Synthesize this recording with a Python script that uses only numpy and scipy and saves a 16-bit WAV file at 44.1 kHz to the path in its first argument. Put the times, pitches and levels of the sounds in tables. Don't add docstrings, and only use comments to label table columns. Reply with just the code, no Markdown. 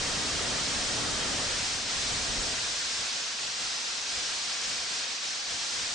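import sys
import numpy as np
from scipy import signal
from scipy.fft import rfft, irfft
from scipy.io import wavfile
from scipy.ndimage import uniform_filter1d

SR = 44100
rng = np.random.default_rng(int(sys.argv[2]) if len(sys.argv) > 2 else 0)


def gain_from_db(level_db):
    decades = np.asarray(level_db, float) / 20
    return 10 ** decades


def store_pcm(level_fs):
    pcm = np.round(np.clip(level_fs, -1, 1) * 32767).astype(np.int16)
    wavfile.write(sys.argv[1], SR, np.atleast_2d(pcm).T)


N = 261954
T = np.arange(N) / SR
HZ = np.fft.rfftfreq(N, 1 / SR)
FLAME_OUT_S, COOLING_S = 2.45, 0.37
HOT_JET_DB, COLD_JET_DB = -31.0, -32.5
KNEE_DB, SQUEEZE = -32.5, 1.38


def across(table, hz):
    table_hz, value = np.transpose(table)
    return np.interp(np.log(hz + 1), np.log(table_hz), value)


def walk(rate):
    hold = int(SR / rate)
    steps = rng.standard_normal(1000)[np.arange(N) // hold]
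    return 0.82 * uniform_filter1d(uniform_filter1d(steps, hold), hold)


def shaped(x, gain):
    return irfft(rfft(x) * gain, N)


def rings(modes):
    return gain_from_db(sum(db / (1 + (2 * (HZ - hz) / width) ** 2) for hz, width, db in modes))


# frequency in Hz, part of the sound unlike at the two ports that is wall echo (0-1).
WALL_SHARE = [(100, 0.7), (1500, 0.65), (2500, 0.45), (4000, 0)]
WALL_LAG_S = 0.00438


def turbulence(colour, alike, throb_db, throb_rate, flicker_db, flicker_rate):
    shared, echo, left, right = rfft(rng.standard_normal((4, N)))
    likeness = np.clip(across(alike, HZ), 0, 1)
    wall = np.clip(across(WALL_SHARE, HZ), 0, 1)
    late = np.exp(-2j * np.pi * HZ * WALL_LAG_S)
    unlike = np.sqrt(wall) * np.array([echo * late, echo])
    unlike = unlike + np.sqrt(1 - wall) * np.array([left, right])
    ports = np.sqrt(likeness) * shared + np.sqrt(1 - likeness) * unlike
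    ports = gain_from_db(across(colour, HZ)) * ports

    throb = throb_db * walk(throb_rate)
    octave = np.clip(np.log2((HZ + 1) / 30), 0, 8)
    out = 0
    for k in range(9):
        band = np.cos(np.pi / 2 * np.clip(octave - k, -1, 1)) ** 2
        out = out + gain_from_db(throb + flicker_db * walk(flicker_rate)) * irfft(ports * band, N)
    return out / np.sqrt(np.mean(out ** 2))


# time of the lowest feed in seconds, depth in dB, length of the slide down in seconds.
SAGS = [(1.86, 3, .14), (3.12, 1, .06), (3.371, 2.5, 0.23), (3.56, 1.9, 0.17), (3.84, 1.3, 0.27),
        (4.05, 2.0, .3), (4.44, 0.9, 0.1), (4.6, 1.5, 0.13), (4.87, 1.2, 0.11), (5.07, 1.5, .12),
        (5.2, 2.5, 0.18), (5.46, 2.5, 0.36), (5.58, 1.0, .06), (5.7, .8, 0.067)]
CATCH_UP_S = 0.05


def sags():
    return sum(db * np.interp(T, [s - slide, s, s + CATCH_UP_S], [0, 1, 0]) for s, db, slide in SAGS)


def jet_level(sag_db):
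    return np.interp(T, [FLAME_OUT_S, FLAME_OUT_S + COOLING_S], [HOT_JET_DB, COLD_JET_DB]) - sag_db


# frequency in Hz, level in dB per Hz.
JET = [(30, -23.5), (100, -17.5), (300, -14), (700, -8.5), (1300, -5), (2200, -4), (3300, -1.5),
       (3800, -0.65), (5300, -0.04), (6300, -1.5), (7500, -6.5), (9500, -14.5), (14000, -20)]
# frequency in Hz, likeness of the two ports (0-1).
JET_ALIKE = [(100, 0), (500, 0.45), (2500, 0.31), (4000, 0.5), (5400, 0.74), (6500, 0.58), (7600, 0.86),
             (8300, 0.86), (9200, 0.28)]
EDGE_DB, EDGE_PER_JET = 1.5, 0.76


def gas_jet(jet_db):
    jet = turbulence(JET, JET_ALIKE, throb_db=0.5, throb_rate=7.7, flicker_db=0.38, flicker_rate=12)
    edge = shaped(jet, np.clip((HZ - 5500) / 2500, 0, 1))
    edge_gain = gain_from_db(EDGE_DB + EDGE_PER_JET * (jet_db - HOT_JET_DB))
    return gain_from_db(jet_db + 0.7) * (jet + (edge_gain - 1) * edge)


# time in seconds, flame roar in dB.
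FIRE = [(0, -37.5), (1.42, -38.5), (1.65, -47.5), (1.82, -49), (1.92, -42.5), (2.1, -39), (2.41, -42),
        (2.7, -53.5), (2.95, -68)]
# time in seconds, peak in dB.
FLARES = [(3.01, -56), (3.46, -58.5), (3.63, -57.5), (4.18, -51.5), (4.71, -54), (5.54, -55), (5.8, -53)]
FLARE_S = 0.042
AFTERBURN_DB, AFTERBURN_PER_JET = -58, 3.6


def fire(sag_db):
    burn = gain_from_db(np.interp(T, *np.transpose(FIRE), right=-90))
    flares = sum(gain_from_db(db) * np.exp(-((T - s) / FLARE_S) ** 2) for s, db in FLARES)
    return burn + flares + gain_from_db(AFTERBURN_DB - AFTERBURN_PER_JET * sag_db)


# frequency in Hz, level in dB per Hz.
FLAME = [(20, 5), (40, 6), (100, 6.5), (200, 1), (600, 1.5), (900, -4), (2000, -5), (4000, -15),
         (10000, -14.5)]
# frequency in Hz, likeness of the two ports (0-1).
FLAME_ALIKE = [(30, 0.78), (150, 0.88), (330, 0.36), (700, 0.7), (1600, 0.97), (2500, 0.78), (8000, 0)]
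# frequency in Hz, width in Hz, gain in dB.
CHAMBER = [(1240, 120, 6), (1916, 41, 8), (3170, 150, 13.5), (5500, 200, 7)]
STUMBLE_S, RELIT_DULL_DB, DULL_HZ = 1.6, -2, 250
SMOULDER_THIN_DB, THIN_HZ = -3, 45


def flame_roar(sag_db):
    roar = turbulence(FLAME, FLAME_ALIKE, throb_db=1.5, throb_rate=11, flicker_db=1.34, flicker_rate=8.4)
    flame = shaped(fire(sag_db) * gain_from_db(3.0) * roar, rings(CHAMBER))
    gone_s = FLAME_OUT_S + COOLING_S
    relit = np.interp(T, [STUMBLE_S, STUMBLE_S + 0.2, FLAME_OUT_S, gone_s], [0, 1, 1, 0])
    burnt_out = np.interp(T, [FLAME_OUT_S, gone_s], [0, 1])
    upper = shaped(flame, 1 / (1 + (DULL_HZ / (HZ + 1)) ** 2))
    flame = flame + (gain_from_db(RELIT_DULL_DB * relit) - 1) * upper
    deep = shaped(flame, 1 / (1 + (HZ / THIN_HZ) ** 4))
    return flame + (gain_from_db(SMOULDER_THIN_DB * burnt_out) - 1) * deep


# time in seconds, peak in dB, pitch in Hz.
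POPS = [
    (1.976, -39.5, 60.5),
    (2.122, -33.5, 119),
    (2.392, -31.5, 34.7),
]


def pops():
    out = np.zeros(N)
    for s, db, hz in POPS:
        swing = np.sin(2 * np.pi * hz * (T - s))
        out += gain_from_db(db) * swing * np.exp(-((T - s) * hz / 0.68) ** 2)
    return out


# frequency in Hz, width in Hz, gain in dB.
STAND = [(268, 80, 3.5), (505, 71, 2), (740, 71, 3), (1223, 39, -2.5), (1640, 240, 2), (2490, 170, 1.5),
         (3700, 160, 0.5), (4220, 320, 1), (4780, 170, 1), (5280, 190, 1.5)]


def scene():
    sag_db = sags()
    jet_db = jet_level(sag_db)
    sources = gas_jet(jet_db) + flame_roar(sag_db) + pops()
    lost_db = (SQUEEZE - 1) * (jet_db - KNEE_DB) + 1.5
    balance_db = np.array([[0.1], [-0.1]])
    return shaped(sources, rings(STAND)) * gain_from_db(lost_db + balance_db)


def overload(x):
    ceiling, knee_hard = 0.047, 4.0
    x = x / ceiling
    return ceiling * x / (1 + np.abs(x) ** knee_hard) ** (1 / knee_hard)


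# start in seconds, end in seconds, low edge in Hz.
FOLDS = [(1.8, 1.93, 7400), (2.55, 2.68, 7450), (2.68, 3.87, 6950), (4.65, 4.76, 7500), (4.92, 4.97, 7600),
         (5.2, 5.55, 7500), (5.64, 5.68, 7400)]
FOLD_TOP_HZ = 8250
ROUNDING = 0.3


def fold(x):
    mid_side = [(x[0] + x[1]) / 2, (x[0] - x[1]) / 2]
    hz, s, bins = signal.stft(mid_side, SR, nperseg=1024)
    grain = rng.standard_normal(bins.shape) + 1j * rng.standard_normal(bins.shape)
    bins = bins * (1 + ROUNDING * np.clip(hz / 1500, 0.3, 1)[:, None] * grain)
    for start, end, low in FOLDS:
        bins[1] *= ~np.outer((hz > low) & (hz < FOLD_TOP_HZ), (s > start) & (s < end))
    mid, side = signal.istft(bins, SR, nperseg=1024)[1][:, :N]
    return np.array([mid + side, mid - side])


def top_cut(x):
    return signal.sosfilt(signal.butter(12, 9720, fs=SR, output="sos"), x)


def record(dry):
    x = fold(overload(dry))
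    x = shaped(x, (HZ > 15) & (HZ < 9680))
    return top_cut(x)


dry = scene()
out = record(dry)
store_pcm(out)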